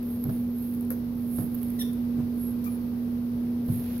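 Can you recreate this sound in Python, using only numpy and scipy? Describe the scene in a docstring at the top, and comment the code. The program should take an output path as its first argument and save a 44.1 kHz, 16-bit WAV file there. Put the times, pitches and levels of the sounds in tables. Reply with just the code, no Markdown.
"""A quiet workshop with a steady machine hum, where a plastic squeegee is worked over film on a car's glass.
Sliding friction makes blade and sleeve swish, with thin whistles whose pitch rises and falls with speed.
The film ticks; the blade snaps off the edge, rings freely, rasps, and squeaks twice by stick-slip motion.
Four dull thumps, probably steps, excite low damped modes underneath, and the room reverberates."""
import sys
import numpy as np
from scipy import signal
from scipy.fft import rfft, irfft
from scipy.io import wavfile

SR = 44100
rng = np.random.default_rng(int(sys.argv[2]) if len(sys.argv) > 2 else 0)


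def to_wav(s):
    """Save 16-bit WAV."""
    ch = np.atleast_2d(s).T  # columns
    pcm = np.round(np.clip(ch, -1, 1) * 32767)  # PCM
    wavfile.write(sys.argv[1], SR, pcm.astype(np.int16))


N = 176400

# Throughout, pan_db is left minus right, and gain_db in a spectrum is relative.
# main machine hum: time_s, level_db, pan_db
HUM_ENVELOPE = [(0.04, -31.5, 0.5), (0.44, -29.5, -2.0), (1.17, -31, -4.5), (2.03, -29, -4.0),
                (2.66, -30, -5.0), (3.11, -29.5, -4.0), (3.6, -28, -1.5), (3.73, -31, 0), (3.96, -31, 1)]
# weaker machine tones: pitch_hz, level_db
MACHINE_TONES = [(95, -48.5), (120, -50.5), (146.5, -82.5), (183, -60.5), (480, -62.5), (1178, -80),
                 (15150, -81)]
# ventilation spectrum: frequency_hz, gain_db
AIR_SPECTRUM = [(20, -28.5), (33, -17), (52, 1), (100, -1), (200, 1.5), (290, -3), (330, -5), (460, -6),
                (600, -15), (1000, -20.5), (1700, -28.5), (3000, -34), (4600, -34), (6000, -38),
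                (7400, -50), (8300, -45.5), (9400, -36.5), (10800, -34), (12000, -26.5), (13800, -33.5),
                (16000, -36.5)]
# ventilation loudness: time_s, level_db
AIR_ENVELOPE = [(0, -39.5), (.7, -41.5), (.85, -40.5), (1.2, -40.5), (2, -39.5), (2.7, -39.5), (3.3, -40),
                (4, -39.5)]
# ventilation balance: frequency_hz, pan_db
AIR_BALANCE = [(40, -2.5), (200, -1.5), (450, -5), (1000, -1), (2000, 6.5), (3200, 7), (4700, 8),
               (6500, 3.5), (8700, -4), (12000, -10.5), (15500, 1.5)]
# likeness of the ventilation's two channels: frequency_hz, correlation
AIR_CORRELATION = [(40, 0.89), (280, 0.98), (500, 0.45), (900, 0), (2000, 0), (16000, 0)]
# colour of close sounds at the microphone: frequency_hz, gain_db
CLOSE_SPECTRUM = [(100, -31.5), (1000, -6.5), (2500, -13.5), (4500, -19), (6300, -21), (7600, -23.5),
                  (8400, -26), (9400, -10.5), (10600, -9), (11900, -1), (13800, -10), (16000, -11.5)]
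# squeegee strokes: peak_s, rise_s, fall_s, level_db, pan_db, scrape_gain_db
STROKES = [(.11, .08, 0.113, -58.5, -18, -13), (.32, 0.058, 0.14, -54, -11.5, -11.5),
           (.63, .07, 0.16, -50, -7.5, -13.5), (.81, 0.076, 0.1, -56, 3, -29),
           (1.3, 0.17, .15, -54.5, -11, -20), (1.39, 0.082, 0.069, -42.5, -8, -24),
           (1.66, 0.18, 0.29, -50.5, -5, -14), (2.44, 0.09, 0.095, -51, -1, -21),
           (2.7, 0.14, 0.2, -60.5, -13, -9.5), (3.738, 0.065, 0.11, -45.5, -8.5, -13),
           (3.9, 0.08, 0.17, -50.5, -5.5, -4.5)]
# swish under light pressure: frequency_hz, gain_db
LIGHT_SPECTRUM = [(200, -42), (5000, -14), (8000, -9.5), (9500, 3), (11500, 8), (13000, 9), (16000, 6.5)]
# swish under heavy pressure: frequency_hz, gain_db
HEAVY_SPECTRUM = [(200, -25.5), (5000, -10), (8000, -3.5), (9500, 6.5), (11500, 4.5), (13000, -7),
                  (16000, -7)]
# scrape below the swish: frequency_hz, gain_db
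SCRAPE_SPECTRUM = [(200, -10.5), (700, 1.5), (2300, 5), (4500, 1), (6300, -4.5), (7600, -11), (16000, -27)]
# friction whistles: peak_s, half_length_s, top_pitch_hz, sag_fraction, level_db
WHISTLE_ARCS = [(.105, .085, 14700, .085, -62), (.11, .085, 11950, .05, -58.5), (.115, .06, 9300, .05, -65),
                (.25, .07, 11600, .03, -56), (.26, .08, 12300, .05, -59), (.355, .04, 9650, .08, -61),
                (.355, .07, 15400, .13, -62), (.545, .06, 12600, .06, -60), (.605, .045, 11750, .06, -54),
                (.66, .07, 12700, .09, -58), (2.455, .06, 11550, .035, -49.5),
                (2.405, .035, 11400, .11, -57), (2.435, .04, 10300, .06, -60),
                (2.728, .04, 11000, .08, -56)]
# ticks of the film: start_s, level_db, pan_db, decay_s, centre_hz
FILM_TICKS = [(.03, -40, -8, 0.0018, 12600), (0.2404, -25, -5, 0.0009, 12800),
              (.585, -41, -11, .002, 11700), (.739, -36, 3, 0.0018, 14000), (.748, -39.5, 7, .002, 14000),
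              (.809, -37.5, 1, .002, 11200), (.85, -48, 6, .002, 9360), (1.5464, -28.5, -1, 0.0013, 14000),
              (1.551, -34.5, -8, .0016, 12300), (1.586, -43, -6, .0016, 12000),
              (1.617, -42, -11, 0.0011, 10500), (1.6311, -24.5, -12, 0.00055, 10700),
              (1.646, -38, 1, 0.0013, 11000), (1.686, -40, -2, 0.00138, 10000),
              (1.703, -37, -12, .0016, 11000), (1.933, -37, 3, 0.001, 9700), (3.684, -45, -8, .002, 12000),
              (3.98, -41.5, -16, .0016, 10800)]
# soft heavy blows: start_s, level_db, tilt_db_per_octave, pan_db
BLOWS = [(.254, -28, -1, -4), (1.383, -28, 1, -3.5), (2.169, -30.5, 2, -2.5), (3.684, -26, -4, -3)]
# modes the blows excite: pitch_hz, gain_db, t60_s
BLOW_MODES = [(101.7, 1, .25), (146, 2.5, 0.23), (200.6, 1, 0.093), (285, -3.5, 0.17), (400, -12.5, .12)]
# loose shudder after a blow: frequency_hz, gain_db
SHUDDER_SPECTRUM = [(40, -32), (85, -4), (150, 2.5), (210, -5.5), (330, -12), (600, -26.5), (1500, -46),
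                    (5000, -62)]
# hard contacts within the thumps: start_s, level_db
CONTACTS = [(.253, -41), (.2925, -35), (1.384, -34), (1.4, -39.5), (1.42, -43.5), (2.169, -46.5),
            (3.685, -38.5)]
# colour of those contacts: frequency_hz, gain_db
CONTACT_SPECTRUM = [(60, -19.5), (300, -2), (700, 6.5), (1000, -7.5), (1500, -8.5), (2500, -26.5),
                    (5000, -22.5), (7500, -40), (16000, -39.5)]
# blade snapping off the edge: start_s, level_db, decay_s
BLADE_SNAPS = [(0.9044, -23, .003), (.912, -34, 0.021)]
# colour of the snap: frequency_hz, gain_db
SNAP_SPECTRUM = [(100, -11), (450, 19), (750, 0.5), (1600, -1.5), (3000, -18), (6500, -13), (7600, -25),
                 (9300, -5), (10600, -5), (11900, 12), (13800, -0.5), (16000, 1)]
# hollow ring of the freed blade: pitch_hz, level_db, t60_s
BLADE_RING = [(430, -51, 0.09), (511, -35, 0.19), (1100, -57.5, 0.11), (1424, -51.5, 0.14),
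              (1830, -55, 0.096)]
# dry catches of the blade: start_s, length_s, level_db, pan_db
BLADE_RASPS = [(0.919, .03, -48, 0), (2.641, .014, -41.5, 5), (2.649, .035, -44, 4)]
# colour of the rasps: frequency_hz, gain_db
RASP_SPECTRUM = [(1000, -11), (3500, -2), (6000, 10), (9500, -3), (11500, 5), (14000, 9), (16000, 5)]
# course of each squeak: time_s, pitch_hz, level_db, roughness_fraction
SQUEAK_PATHS = [
    [(1.787, 2000, -54, .25), (1.793, 1950, -36, .25), (1.803, 1915, -35, .35), (1.812, 1820, -33.5, .45),
     (1.824, 1725, -33.5, .55), (1.833, 1850, -42, .6), (1.845, 1900, -56, .7)],
    [(2.654, 1230, -60, .4), (2.665, 1200, -47, .2), (2.675, 1185, -44, .1), (2.684, 1200, -49, .2),
     (2.695, 1220, -60, .4)],
]
# resonances of blade and glass for each squeak: pan_db, rows of (frequency_hz, gain_db)
SQUEAK_RESONANCES = [(-1, [(800, -26), (1850, -9), (2500, -17), (3300, 2), (3520, 1.5), (3900, -7),
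                     (4400, -14), (5200, -9), (5800, -6), (6800, -22), (8400, -20), (9500, -6), (10800, 1),
                     (11600, -1), (13300, 0), (14500, -12)]), (5, [(600, -18), (1190, 0), (2400, -5),
                     (3500, -24), (5000, -22), (7600, -28), (10500, -10), (12800, -4), (15500, -12)])]
# balance across a squeak's spectrum: frequency_hz, pan_db
SQUEAK_BALANCE = [(2000, 0), (5700, 3.5), (9500, 1), (13000, 3)]
# reverberation time of the workshop: frequency_hz, t60_s
ROOM_DECAY = [(100, 0.27), (1000, 0.72), (4000, .5), (10000, 0.35), (16000, 0.59)]


def amp(db):
    """Amplitude grows tenfold for every 20 decibels."""
    return 10 ** (np.asarray(db) / 20)


def unit(x):
    """Normalisation to rms 1."""
    return x / np.sqrt(np.mean(x ** 2) + 1e-20)


def read(points, hz):
    """Interpolation on a log-frequency axis."""
    f, value = np.transpose(points)
    return np.interp(np.log(hz + 1), np.log(f + 1), value)


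def pan(db):
    """A level difference between left and right gives direction."""
    return amp([[db / 2], [-db / 2]])


def add(mix, start_s, sound):
    """Superposition: a sound sums into the mix from its start time."""
    part = mix[:, max(round(start_s * SR), 0):][:, :sound.shape[-1]]
    part += sound[..., :part.shape[1]]


def colour(x, *curves, size=4096):
    """Minimum-phase filtering at unit power; spectra in cascade add in decibels."""
    db = sum(read(c, abs(np.fft.fftfreq(size, 1 / SR))) for c in curves)
    response = np.exp(np.conj(signal.hilbert(np.log(amp(db)))))
    taps = np.fft.ifft(response).real[:size // 2]
    return signal.oaconvolve(x, taps[None] / np.linalg.norm(taps), axes=1)[:, :N]


def drift(rate_hz, count=N):
    """Low-passed noise gives a random fluctuation of rms about 1."""
    spectrum = rfft(rng.standard_normal(N)) / (1 + (np.fft.rfftfreq(N, 1 / SR) / rate_hz) ** 4)
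    return unit(irfft(spectrum, N))[:count]


def burst(decay_s):
    """A brief contact is broadband: exponentially decaying noise, independent in each channel."""
    t = np.arange(SR // 8) / SR
    return rng.standard_normal((2, len(t))) * np.exp(-t / decay_s)


def ring(modes, t):
    """Free vibration is a sum of damped sinusoidal modes."""
    return sum(amp(db - 60 * t / t60) * np.sin(2 * np.pi * hz * t) for hz, db, t60 in modes)


def machine_hum(pitch_hz=239.9, waver_db=0.4548, waver_rad=0.36):
    """Periodic vibration radiates tones: a strong one wavers in level, weaker ones in phase."""
    t = np.arange(N) / SR
    times, db, pan_db = np.transpose(HUM_ENVELOPE)
    side = np.interp(t, times, pan_db)
    level_db = np.interp(t, times, db) + waver_db * drift(3.6) + np.array([side, -side]) / 2
    hum = amp(level_db) * np.sin(2 * np.pi * pitch_hz * t)
    tones = sum(amp(db) * np.sin(2 * np.pi * hz * t + waver_rad * drift(7.4))
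                for hz, db in MACHINE_TONES)
    return np.sqrt(2) * (hum + tones)


def ventilation():
    """Broadband air noise is partly coherent: the channels agree in the bass but not in the treble."""
    t, hz = np.arange(N) / SR, np.fft.rfftfreq(N, 1 / SR)
    left, independent = rfft(rng.standard_normal((2, N)))
    correlation, side = np.clip(read(AIR_CORRELATION, hz), -1, 1), read(AIR_BALANCE, hz)
    right = correlation * left + np.sqrt(1 - correlation ** 2) * independent
    spectrum = np.array([left, right]) * amp(read(AIR_SPECTRUM, hz) + np.array([side, -side]) / 2)
    return amp(np.interp(t, *np.transpose(AIR_ENVELOPE))) * unit(irfft(spectrum, N))


def swipes(grains_per_s=1000, grain_depth=0.25, grain_spread_db=6, flutter_db=1, half_dark_db=-44):
    """Sliding friction makes grainy hiss that darkens with pressure, over a lower scrape."""
    t = np.arange(N) / SR
    swish_power, scrape_power = np.zeros((2, N)), np.zeros(N)
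    for peak_s, rise_s, fall_s, db, pan_db, scrape_db in STROKES:
        swell = amp(db) * np.exp(-((t - peak_s) / np.where(t < peak_s, rise_s, fall_s)) ** 2)
        swish_power += (swell * pan(pan_db)) ** 2
        scrape_power += (swell * amp(scrape_db)) ** 2
    pressed = swish_power.mean(0) / (swish_power.mean(0) + amp(half_dark_db) ** 2)
    onsets = rng.random(N) < grains_per_s / SR
    grains = onsets * amp(grain_spread_db * np.minimum(rng.exponential(1, N), 4))
    texture = 1 + grain_depth * unit(grains)
    light, heavy = (unit(rng.standard_normal((2, N)) * texture) * amp(flutter_db * drift(60))
                    for _ in range(2))
    swish = colour(light * np.sqrt(swish_power * (1 - pressed)), CLOSE_SPECTRUM, LIGHT_SPECTRUM)
    swish += colour(heavy * np.sqrt(swish_power * pressed), CLOSE_SPECTRUM, HEAVY_SPECTRUM)
    return swish + colour(light * np.sqrt(scrape_power), SCRAPE_SPECTRUM)


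def whistle(half_s, top_hz, sag, fuzz=0.45, width_hz=70):
    """Fine ribs rubbing past each other sing at their passing rate, which arches with stroke speed."""
    u = np.arange(-half_s, half_s, 1 / SR) / half_s
    phase = 2 * np.pi * np.cumsum(top_hz * (1 - sag * u ** 2)) / SR
    waver = 1 + fuzz * (drift(width_hz, len(u)) + 1j * drift(width_hz, len(u)))
    return unit((waver * np.exp(1j * phase)).real) * np.sqrt(np.maximum(1 - u ** 2, 0))


def whistles(neighbours=2, neighbour_db=-7, pitch_spread=0.06, time_spread_s=0.03):
    """Several contact points sound at once, so fainter detuned whistles superpose on each main one."""
    out = np.zeros((2, N))
    for peak_s, half_s, top_hz, sag, db in WHISTLE_ARCS:
        gain = amp(db) * pan(-7)
        add(out, peak_s - half_s, gain * whistle(half_s, top_hz, sag))
        for shift, detune in rng.uniform(-1, 1, (neighbours, 2)):
            neighbour = whistle(half_s, top_hz * (1 + pitch_spread * detune), sag)
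            add(out, peak_s - half_s + time_spread_s * shift, gain * amp(neighbour_db) * neighbour)
    return out


def film_ticks(impulse_height=2.44, skirt_db=-13):
    """Impulse excitation: each crack of the film and its noisy tail pass through one broad resonance."""
    out = np.zeros((2, N))
    for start_s, db, pan_db, decay_s, hz in FILM_TICKS:
        resonance = [(hz * .7, skirt_db), (hz, 0), (hz * 1.4, skirt_db)]
        crack = burst(decay_s) + impulse_height * signal.unit_impulse(SR // 8)
        add(out, start_s, amp(db) * pan(pan_db) * colour(crack, CLOSE_SPECTRUM, resonance))
    return out


def thumps(rise_s=0.0033, pivot_hz=140, shudder_db=-4.5, shudder_s=0.023, contact_decay_s=0.009):
    """Soft impacts excite low modes and a loose shudder; short hard contacts add higher frequencies."""
    body, knocks = np.zeros((2, 2, N))
    t = np.arange(SR // 2) / SR
    for start_s, db, tilt, pan_db in BLOWS:
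        modes = [(hz, gain + tilt * np.log2(hz / pivot_hz), t60) for hz, gain, t60 in BLOW_MODES]
        blow = -ring(modes, t) * (1 - np.exp(-t / rise_s))
        loose = rng.standard_normal((1, len(t))) * t / shudder_s * np.exp(1 - t / shudder_s)
        spectrum = [(hz, gain + tilt * np.log2(hz / pivot_hz)) for hz, gain in SHUDDER_SPECTRUM]
        shudder = amp(shudder_db) * colour(loose, spectrum)[:, :len(t)]
        add(body, start_s, amp(db) * pan(pan_db) * (blow + shudder))
    for start_s, db in CONTACTS:
        add(knocks, start_s, amp(db) * burst(contact_decay_s))
    return body + colour(knocks, CONTACT_SPECTRUM)


def blade_snap():
    """Sudden release at the edge gives a sharp transient and leaves the blade in free vibration."""
    cracks, ringing = np.zeros((2, 2, N))
    for start_s, db, decay_s in BLADE_SNAPS:
        add(cracks, start_s, amp(db) * burst(decay_s))
    add(ringing, BLADE_SNAPS[0][0], ring(BLADE_RING, np.arange(SR // 4) / SR))
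    return colour(cracks, SNAP_SPECTRUM) + ringing


def blade_rasps():
    """Dry friction gives a short swell of bright noise wherever the blade catches."""
    out = np.zeros((2, N))
    for start_s, length_s, db, pan_db in BLADE_RASPS:
        t = np.arange(0, length_s, 1 / SR)
        swell = np.sin(np.pi * np.sqrt(t / length_s))
        add(out, start_s, amp(db) * pan(pan_db) * swell * rng.standard_normal((2, len(t))))
    return colour(out, CLOSE_SPECTRUM, RASP_SPECTRUM)


def blade_squeaks(jitter=0.065, shimmer=0.49, hiss_db=-4.5):
    """Stick-slip oscillation gives a harmonic series that jitters and turns to hiss as it roughens."""
    out = np.zeros((2, N))
    for path, (pan_db, resonances) in zip(SQUEAK_PATHS, SQUEAK_RESONANCES):
        times, hz, db, rough = np.transpose(path)
        t = np.arange(times[0], times[-1], 1 / SR)
        hz, db, rough = (np.interp(t, times, v) for v in (hz, db, np.clip(rough, 0, 1)))
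        phase = 2 * np.pi * np.cumsum(hz * (1 + jitter * rough * drift(600, len(t)))) / SR
        for channel, sign in enumerate((1, -1)):
            harmonics = np.zeros(len(t))
            for n in range(1, 14):
                gain = (n * hz < SR / 2) * (1 + shimmer * drift(110, len(t)))
                harmonics += gain * np.sin(n * phase + 2 * np.pi * rng.random())
            hiss = amp(hiss_db) * rng.standard_normal(len(t))
            slips = np.sqrt(1 - rough) * unit(harmonics) + np.sqrt(rough) * hiss
            slips *= amp(db + sign * pan_db / 2)
            balance = [(f, sign * side / 2) for f, side in SQUEAK_BALANCE]
            add(out[channel:channel + 1], times[0], colour(slips[None], resonances, balance))
    return out


def room(x):
    """Reverberation is convolution with sparse reflections, each band decaying at its own rate."""
    taps = rng.standard_normal((2, SR)) * (rng.random((2, SR)) < .1)
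    taps[:, :SR // 250] = 0  # 4 ms before the first reflection
    hz, t, bands = signal.stft(taps, SR, nperseg=256)
    decay = amp(-60 * t / read(ROOM_DECAY, hz)[:, None])
    tail = signal.istft(bands * decay, SR, nperseg=256)[1]
    return signal.fftconvolve(x, tail / np.linalg.norm(tail[0]), axes=1)[:, :N]


def scene(room_db=-10, squeak_room_db=-7.5):
    """Direct sound, its reflections and the workshop's background add by superposition."""
    work = swipes() + whistles() + film_ticks() + thumps() + blade_snap() + blade_rasps()
    squeaks = blade_squeaks()
    reflections = room(amp(room_db) * work + amp(squeak_room_db) * squeaks)
    return machine_hum() + ventilation() + work + squeaks + reflections


def record(dry, cutoff_hz=15900):
    """Band limiting: a linear-phase low-pass filter removes the highest treble."""
    taps = signal.firwin(511, cutoff_hz, window=("kaiser", 9), fs=SR)
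    return signal.oaconvolve(dry, taps[None], "same")


dry = scene()
out = record(dry)
to_wav(out)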